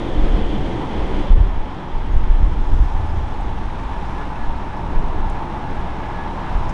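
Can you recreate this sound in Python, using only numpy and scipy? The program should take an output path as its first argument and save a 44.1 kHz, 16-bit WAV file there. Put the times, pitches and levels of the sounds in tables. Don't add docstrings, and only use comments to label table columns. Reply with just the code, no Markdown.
import sys
import numpy as np
from scipy import signal
from scipy.fft import rfft, irfft, next_fast_len
from scipy.io import wavfile
from scipy.ndimage import uniform_filter1d, map_coordinates

SR = 44100
rng = np.random.default_rng(int(sys.argv[2]) if len(sys.argv) > 2 else 0)


def store_wav(level_fs):
    pcm = np.round(np.clip(np.atleast_2d(level_fs), -1, 1) * 32767)
    wavfile.write(sys.argv[1], SR, pcm.T.astype(np.int16))


N = 296793
TIME = np.arange(N) / SR
SIZE = next_fast_len(N + SR // 4)
BINS = np.maximum(np.arange(SIZE // 2 + 1) * SR / SIZE, 1)

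THRUST_PEAK_S, THRUST_PEAK_HALF_S, THRUST_PEAK_DB = 0.45, 0.22, 1
THRUST_CUT_S, THRUST_FADE_DB_PER_S = 1.241, 6
ROAR_DB, ROAR_DROP_DB, ROAR_DROP_S = -27, 7, 0.21
HOOT_HALF_S = 0.022

NEARING_S = 2.4
EXHAUST_DB, EXHAUST_RISE_DB_PER_S = -34, 0.69
FAN_DB, FAN_RISE_DB_PER_S = -36.5, 1.22
HISS_DB, HISS_RISE_DB_PER_S = -42.0, 0.91
FAN_BLADES, BUZZ_DB = 24, -43.5

WHINE_IDLE_HZ, WHINE_EXCESS_HZ, SPOOL_DOWN_S = 1651, 149, 4.6
WHINE_DB, WHINE_RISE_DB_PER_S = -59, 0.5

BREEZE_SWING_DB, BREEZE_FLUTTER_DB = -27, -27.5
GUST_RISE_S, GUST_FALL_S = 0.026, 0.08
LULL_S, LULL_HALF_S, LULL_DEPTH_DB = 1.81, 0.064, -6

CUTOFF_HZ = 11000


def reverse_thrust(waver_hz=4.5):
    # (frequency [Hz], level per Hz [dB])
    roar_colour = [(60, -37), (110, 0), (160, 0), (260, 0), (380, -3.5), (480, -5.5), (600, -7),
                   (750, -10.5), (1000, -16), (1500, -20.5), (2000, -18.5), (2600, -26), (4400, -33.5),
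                   (9000, -54.5)]
    # (frequency [Hz], width [Hz], height [dB])
    roar_peaks = [(195, 20, 5), (295, 16, 6.5), (337.4, 24, 7), (382, 18, 6.5), (452.5, 20, 6),
                  (531, 40, 4.5), (740, 43, 5.5), (3100, 1200, 4.5)]
    # (time [s], peak level [dB], pitch [Hz])
    hoots = [(.07, -26, 348), (.08, -30, 212.7), (.18, -24, 301), (.4, -28.5, 200.3), (.53, -26, 304),
             (.555, -21.5, 202), (.6, -26, 131.8), (.76, -23.5, 112.8), (.77, -29.5, 333)]

    level_db = ROAR_DB + wind_down(ROAR_DROP_DB, ROAR_DROP_S)
    jet = through_air(turbulence(roar_colour, roar_peaks), depth_db=1.16, rate=13)
    out = from_db(level_db) * jet
    bend = np.cumsum(waver_hz * drift(14.0)) / SR
    for s, db, hz in hoots:
        tone = np.sin(2 * np.pi * (hz * TIME + bend))
        out += from_db(db) * bell(s, HOOT_HALF_S) * tone
    return out


def compressors(half_width_hz=250.0, wander_hz=60.0):
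    # (time [s], pitch [Hz], level [dB])
    shrill = [(0, 3470, -44.5), (.15, 3280, -45.5), (.3, 3210, -47.5), (.55, 3220, -43), (.75, 3236, -47.5),
              (1.0, 3284, -48), (1.25, 3280, -46), (1.4, 3250, -52.5), (2.5, 3280, -56), (3.2, 3346, -57),
              (4.0, 3450, -60), (4.6, 3450, -65)]

    hz, level_db = in_time(shrill)
    band = narrow_band(hz + wander_hz * drift(18), half_width_hz)
    return from_db(level_db) * through_air(band, depth_db=0.5, rate=20)


def idling_engines(share=0.078):
    # (frequency [Hz], level per Hz [dB])
    rumble_colour = [(40, -31.5), (70, -9), (110, 1), (190, -1), (260, -3.5), (340, -4.5), (430, -8),
                     (550, -13), (750, -13), (1200, -35), (2500, -57)]
    # (frequency [Hz], width [Hz], height [dB])
    rumble_peaks = [(194, 20, 1.5), (318, 20, 0.5), (307, 43, 1)]
    # (frequency [Hz], level per Hz [dB])
    hiss_colour = [(500, -11), (1000, 3.5), (1400, 1.5), (2000, -2.5), (2600, -6.5), (3000, -8.5),
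                   (3550, -11), (4000, -13.5), (4500, -20.5), (5400, -21), (6400, -32), (7400, -34),
                   (11000, -41)]
    # (time [s], half length [s], change of rumble [dB], of fan rush [dB], of hiss [dB])
    surges = [(0.824, 0.043, 2, 5.5, 0), (1.05, 0.12, -4, 3, -0.81), (2.46, 0.17, 3, -1, 0.46),
              (2.74, 0.03, 2.5, 0, 0.52), (2.96, 0.087, -1, 2.5, -0.28), (3.995, 0.25, -0.5, 1, 1.78),
              (4.213, 0.02, 2.5, 2.5, .5), (5.03, 0.13, 4, 1, -0.59), (5.416, 0.096, 1, 2, -0.29),
              (6.55, 0.034, 0.2, 1, 0.85)]

    nearing = np.maximum(TIME - NEARING_S, 0)
    lifts = sum(np.outer(changes, bell(s, half)) for s, half, *changes in surges)
    rumble_lift, rush_lift, hiss_lift = lifts

    rumble_db = EXHAUST_DB + EXHAUST_RISE_DB_PER_S * nearing + rumble_lift
    rumble = from_db(rumble_db) * turbulence(rumble_colour, rumble_peaks)

    rush_gain = from_db(FAN_RISE_DB_PER_S * nearing + rush_lift)
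    rush = rush_gain * through_air(fan_rush(), depth_db=0.26, rate=18)

    hiss_db = HISS_DB + HISS_RISE_DB_PER_S * nearing + hiss_lift
    hiss = from_db(hiss_db) * through_air(turbulence(hiss_colour), depth_db=0.68, rate=60)

    left = 1 - share * from_db(wind_down(ROAR_DROP_DB, ROAR_DROP_S))
    return rumble + (rush + hiss) * left


def fan_rush(wander=0.03, strand_half_width_hz=22.0):
    # (frequency [Hz], level per Hz [dB])
    fan_colour = [(350, -34), (550, -12.5), (680, -9.5), (785, -5), (865, -0.5), (950, -5), (1020, -7.5),
                  (1130, -11), (1350, -17.5), (2000, -36.5), (4000, -59)]
    # (time [s], pitch relative to the colour [ratio])
    fan_shift = [(0, 1.01), (1.0, 0.99), (1.6, 1), (2.7, 1.02), (3.1, 0.98), (3.7, 1.003), (5.1, 1.03),
                 (5.4, 1.01), (6.0, 0.99), (6.35, 1.03), (6.6, 1.024)]
    # (multiple of the shaft rate, level within the buzz [dB])
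    strands = [(11, -11), (12, -1.5), (13, 0), (14, -7)]

    shift, = in_time(fan_shift)
    rush = map_coordinates(turbulence(fan_colour), [np.cumsum(shift)], order=3, mode="mirror")
    shaft_hz = blade_rate() / FAN_BLADES
    buzz = np.zeros(N)
    for multiple, db in strands:
        strand_hz = multiple * shaft_hz * (1 + wander * drift(3))
        buzz += from_db(db) * narrow_band(strand_hz, strand_half_width_hz)
    return from_db(FAN_DB) * rush + from_db(BUZZ_DB) * rms_one(buzz)


def whine(fading_db=3, wander_hz=2):
    # (time [s], rms level at the crest [dB], half length [s])
    swells = [(2.34, -48, .05), (2.46, -51.5, .03), (3.0, -49.5, .055), (3.13, -50.5, .025),
              (3.55, -52, .05), (3.95, -46.5, .025), (4.205, -42, .036), (4.43, -42.2, .038),
              (4.76, -46, .032), (4.97, -47.5, .045), (5.19, -45, .028), (5.27, -46, .03),
              (5.68, -45.3, .038), (5.785, -45, .033), (5.92, -49, .04), (6.05, -45.5, .028),
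              (6.205, -39.5, .037), (6.45, -43.8, .04), (6.55, -50, .03), (6.72, -46.5, .025)]

    phase = 2 * np.pi * np.cumsum(blade_rate() + wander_hz * drift(35)) / SR
    fading = from_db(WHINE_DB + WHINE_RISE_DB_PER_S * TIME + fading_db * np.minimum(drift(8), 1))
    swell = np.max([from_db(db) * bell(s, half) for s, db, half in swells], axis=0)
    tone = np.sqrt(2) * np.sin(phase)
    return np.maximum(swell, fading) * tone


def wind_down(drop_db, drop_s):
    since = np.maximum(TIME - THRUST_CUT_S, 0)
    crest = THRUST_PEAK_DB * bell(THRUST_PEAK_S, THRUST_PEAK_HALF_S)
    return crest - drop_db * np.minimum(since / drop_s, 1) - THRUST_FADE_DB_PER_S * since


def blade_rate():
    return WHINE_IDLE_HZ + WHINE_EXCESS_HZ * np.exp(-TIME / SPOOL_DOWN_S)


def wind(swing_db=0.0, flutter_db=-5.0, lumpy_db=1.0, pace_follows=0.049):
    # (frequency [Hz], level per Hz [dB])
    swing_colour = [(6, -3), (13, 4), (24, -1.5), (34, -6), (48, -11), (65, -20), (120, -60.5), (300, -87)]
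    flutter_colour = [(38, -6.5), (57, 3), (72, -1), (90, -7.5), (118, -11), (155, -27), (300, -37.5),
                      (1000, -80)]
    # (start [s], hold [s], slow pressure swing [dB], flutter [dB])
    gust_rows = [(.13, 0.35, -17.5, -26.5), (0.564, 0.057, -19.5, -29), (0.983, 0.037, -18.5, -17.5),
                 (1.144, 0.064, -16.5, -43), (1.358, 0.052, -16.5, -15), (1.508, 0.072, -21.5, -37),
                 (1.927, 0.15, -22, -40), (2.096, 0.27, -16.5, -22), (2.4, .09, -15.5, -15.5),
                 (2.585, 0.1, -15.5, -27), (2.732, 0.11, -14.5, -15.5), (2.97, 0.23, -21, -17.5),
                 (3.297, 0.38, -23, -26.5), (3.857, 0.4, -28.5, -27.5), (4.42, 0.14, -19, -29),
                 (4.847, .03, -22.5, -26), (4.96, 0.1, -20, -34), (5.17, 0.15, -20, -26.5),
                 (5.694, 0.17, -23.5, -26.5), (6.525, 0.14, -20.5, -23.5)]

    big, small = from_db(BREEZE_SWING_DB), from_db(BREEZE_FLUTTER_DB)
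    for start, hold, big_db, small_db in gust_rows:
        shape = gust(start, hold)
        big = np.hypot(big, from_db(big_db) * shape)
        small = np.hypot(small, from_db(small_db) * shape)
    pace = (big / big.mean()) ** pace_follows
    swing = from_db(swing_db) * big * eddies(swing_colour, span=0.042, pace=pace)
    flutter_gain = from_db(flutter_db + lumpy_db * drift(27))
    flutter = flutter_gain * small * eddies(flutter_colour, span=0.043)
    return (swing + flutter) * from_db(LULL_DEPTH_DB * bell(LULL_S, LULL_HALF_S))


def gust(start, hold):
    early = np.maximum(start - TIME, 0)
    late = np.maximum(TIME - start - hold, 0)
    return np.exp(-early / GUST_RISE_S - late / GUST_FALL_S)


def eddies(colour, span, pace=1):
    travelled = np.cumsum(pace * np.ones(N))
    x = map_coordinates(turbulence(colour), [travelled], order=1, mode="mirror")
    power = uniform_filter1d(np.abs(signal.hilbert(x, SIZE)[:N]) ** 2, int(span * SR))
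    return rms_one(x / np.sqrt(power + 0.05))


def buffets(level_db=0.0, rise=0.003):
    # (time [s], level before damping [dB], swing rate [Hz], decay [s])
    shoves = [(.176, -6.5, 32, 0.034), (0.22, -2.5, 24, 0.061), (0.338, -1, 32, 0.019),
              (.414, 1.5, 20, 0.024), (1.302, 5, 28, 0.027), (1.332, -2, 28, .03), (1.376, -6, 96, 0.0083),
              (1.402, 0.5, 39, 0.038), (1.571, -5.5, 19.7, 0.024), (1.936, -7, 27, .025),
              (2.09, -7, 38, 0.023), (2.138, -1.5, 19, 0.028), (2.158, -2, 54, 0.016),
              (2.21, -4.5, 22.4, 0.063), (2.299, 0.5, 30, 0.053), (2.428, 3.5, 41, 0.0095),
              (2.562, -5, 33, 0.032), (2.713, 0, 20, .025), (2.744, -5, 64, 0.016), (2.8, 2, 43, 0.012),
              (2.866, -9, 42, .02), (2.944, -2.5, 20.9, 0.05), (3.029, -8.5, 46, .025),
              (3.135, -11.5, 50, 0.027), (3.171, -7.5, 59, 0.013), (4.479, -11, 22.2, 0.068),
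              (4.835, -8.5, 20, .03), (4.957, 1, 21.4, 0.037), (5.037, -1.5, 19, 0.031),
              (5.168, -9, 21, .04), (6.55, -10, 38, 0.024)]

    out = np.zeros(N)
    for s, db, hz, decay in shoves:
        age = np.clip(TIME - s, 0, 1)
        envelope = (1 - np.exp(-age / rise)) * np.exp(-age / decay)
        out += from_db(db + level_db) * envelope * np.sin(2 * np.pi * hz * age)
    return signal.sosfilt(signal.butter(1, 8, "high", fs=SR, output="sos"), out)


def twigs(rustle_db=5.5, grain_db=1.4, tick_db=1.5):
    # (frequency [Hz], level per Hz [dB])
    twig_colour = [(2500, -10), (4500, 6), (6200, 7.5), (7400, 1), (9200, -1), (10000, -4.5), (11000, -6.5)]
    # (time [s], level [dB])
    rustle_level = [(0, -64), (1.2, -64.5), (1.5, -70), (2.3, -69), (2.8, -64), (3.7, -67), (4.05, -64.5),
                    (4.5, -67.5), (6.2, -67), (6.6, -65)]
    # (time [s], level at the start [dB], pitch [Hz], sharpness [Q], decay [s])
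    ticks = [(1.98, -51, 4620, 4.4, .004), (2.428, -60, 6300, 5.4, .005), (3.34, -47, 4110, 12, 0.0061),
             (3.41, -55, 6900, 2.07, .004), (5.299, -46, 7790, 2.3, 0.003), (5.707, -58, 8520, 2, 0.0036),
             (6.692, -47, 6060, 3.4, 0.012)]

    level_db, = in_time(rustle_level)
    grainy = rms_one(turbulence(twig_colour) * from_db(grain_db * drift(250)))
    out = from_db(level_db + rustle_db) * grainy
    for s, db, hz, sharpness, decay in ticks:
        first = int(s * SR)
        age = TIME[:N - first][:SR // 5]
        wood = signal.iirpeak(hz, sharpness, fs=SR)
        scrape = rms_one(signal.lfilter(*wood, rng.standard_normal(SR // 5)))[:len(age)]
        out[first:][:len(age)] += from_db(db + tick_db) * scrape * np.exp(-age / decay)
    return out


def bird(waver_hz=25.0):
    # (time [s], peak level [dB], pitch [Hz], half length [s])
    peeps = [(2.13, -60, 6650, .011), (3.103, -55, 4970, .012)]

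    out = np.zeros(N)
    bend = np.cumsum(waver_hz * drift(120)) / SR
    for s, db, hz, half in peeps:
        out += from_db(db) * bell(s, half) * np.sin(2 * np.pi * (hz * TIME + bend))
    return out


def dip(at=1.349, half=0.008, depth_db=-9.0):
    return from_db(depth_db * bell(at, half))


def turbulence(colour, peaks=()):
    hz, db = np.transpose(colour)
    shape_db = np.interp(np.log(BINS), np.log(hz), db)
    for centre, width, height in peaks:
        shape_db = shape_db + height / (1 + (2 * (BINS - centre) / width) ** 2)
    skirts = np.minimum(1, np.minimum(BINS / hz[0], hz[-1] / BINS)) ** 2
    spectrum = rfft(rng.standard_normal(SIZE)) * from_db(shape_db) * skirts
    return rms_one(irfft(spectrum, SIZE)[:N])


def narrow_band(hz, half_width_hz):
    phase = 2 * np.pi * np.cumsum(hz) / SR
    lowpass = signal.butter(2, half_width_hz, fs=SR)
    slow = signal.lfilter(*lowpass, rng.standard_normal((2, N)))
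    return rms_one(slow[0] * np.cos(phase) + slow[1] * np.sin(phase))


def through_air(x, depth_db, rate):
    return x * from_db(depth_db * drift(rate))


def drift(rate):
    spectrum = rfft(rng.standard_normal(SIZE)) / (1 + (BINS / rate) ** 2) ** 2
    return rms_one(irfft(spectrum, SIZE)[:N])


def bell(s, half):
    return np.exp(-((TIME - s) / half) ** 2 / 2)


def in_time(rows):
    s, *columns = np.transpose(rows)
    return [np.interp(TIME, s, c) for c in columns]


def from_db(db):
    return 10 ** (np.asarray(db) / 20)


def rms_one(x):
    return x / np.sqrt(np.mean(x ** 2) + 1e-20)


def scene():
    engines = compressors() + idling_engines() + whine()
    dipped = (engines + twigs() + bird()) * dip()
    return (reverse_thrust() + dipped + wind() + buffets())[None]


def record(dry):
    clipped = dry / (1 + dry ** 16) ** (1 / 16)
    steep = signal.ellip(12, 0.1, 80, CUTOFF_HZ, fs=SR, output="sos")
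    return signal.sosfilt(steep, clipped)


dry = scene()
out = record(dry)
store_wav(out)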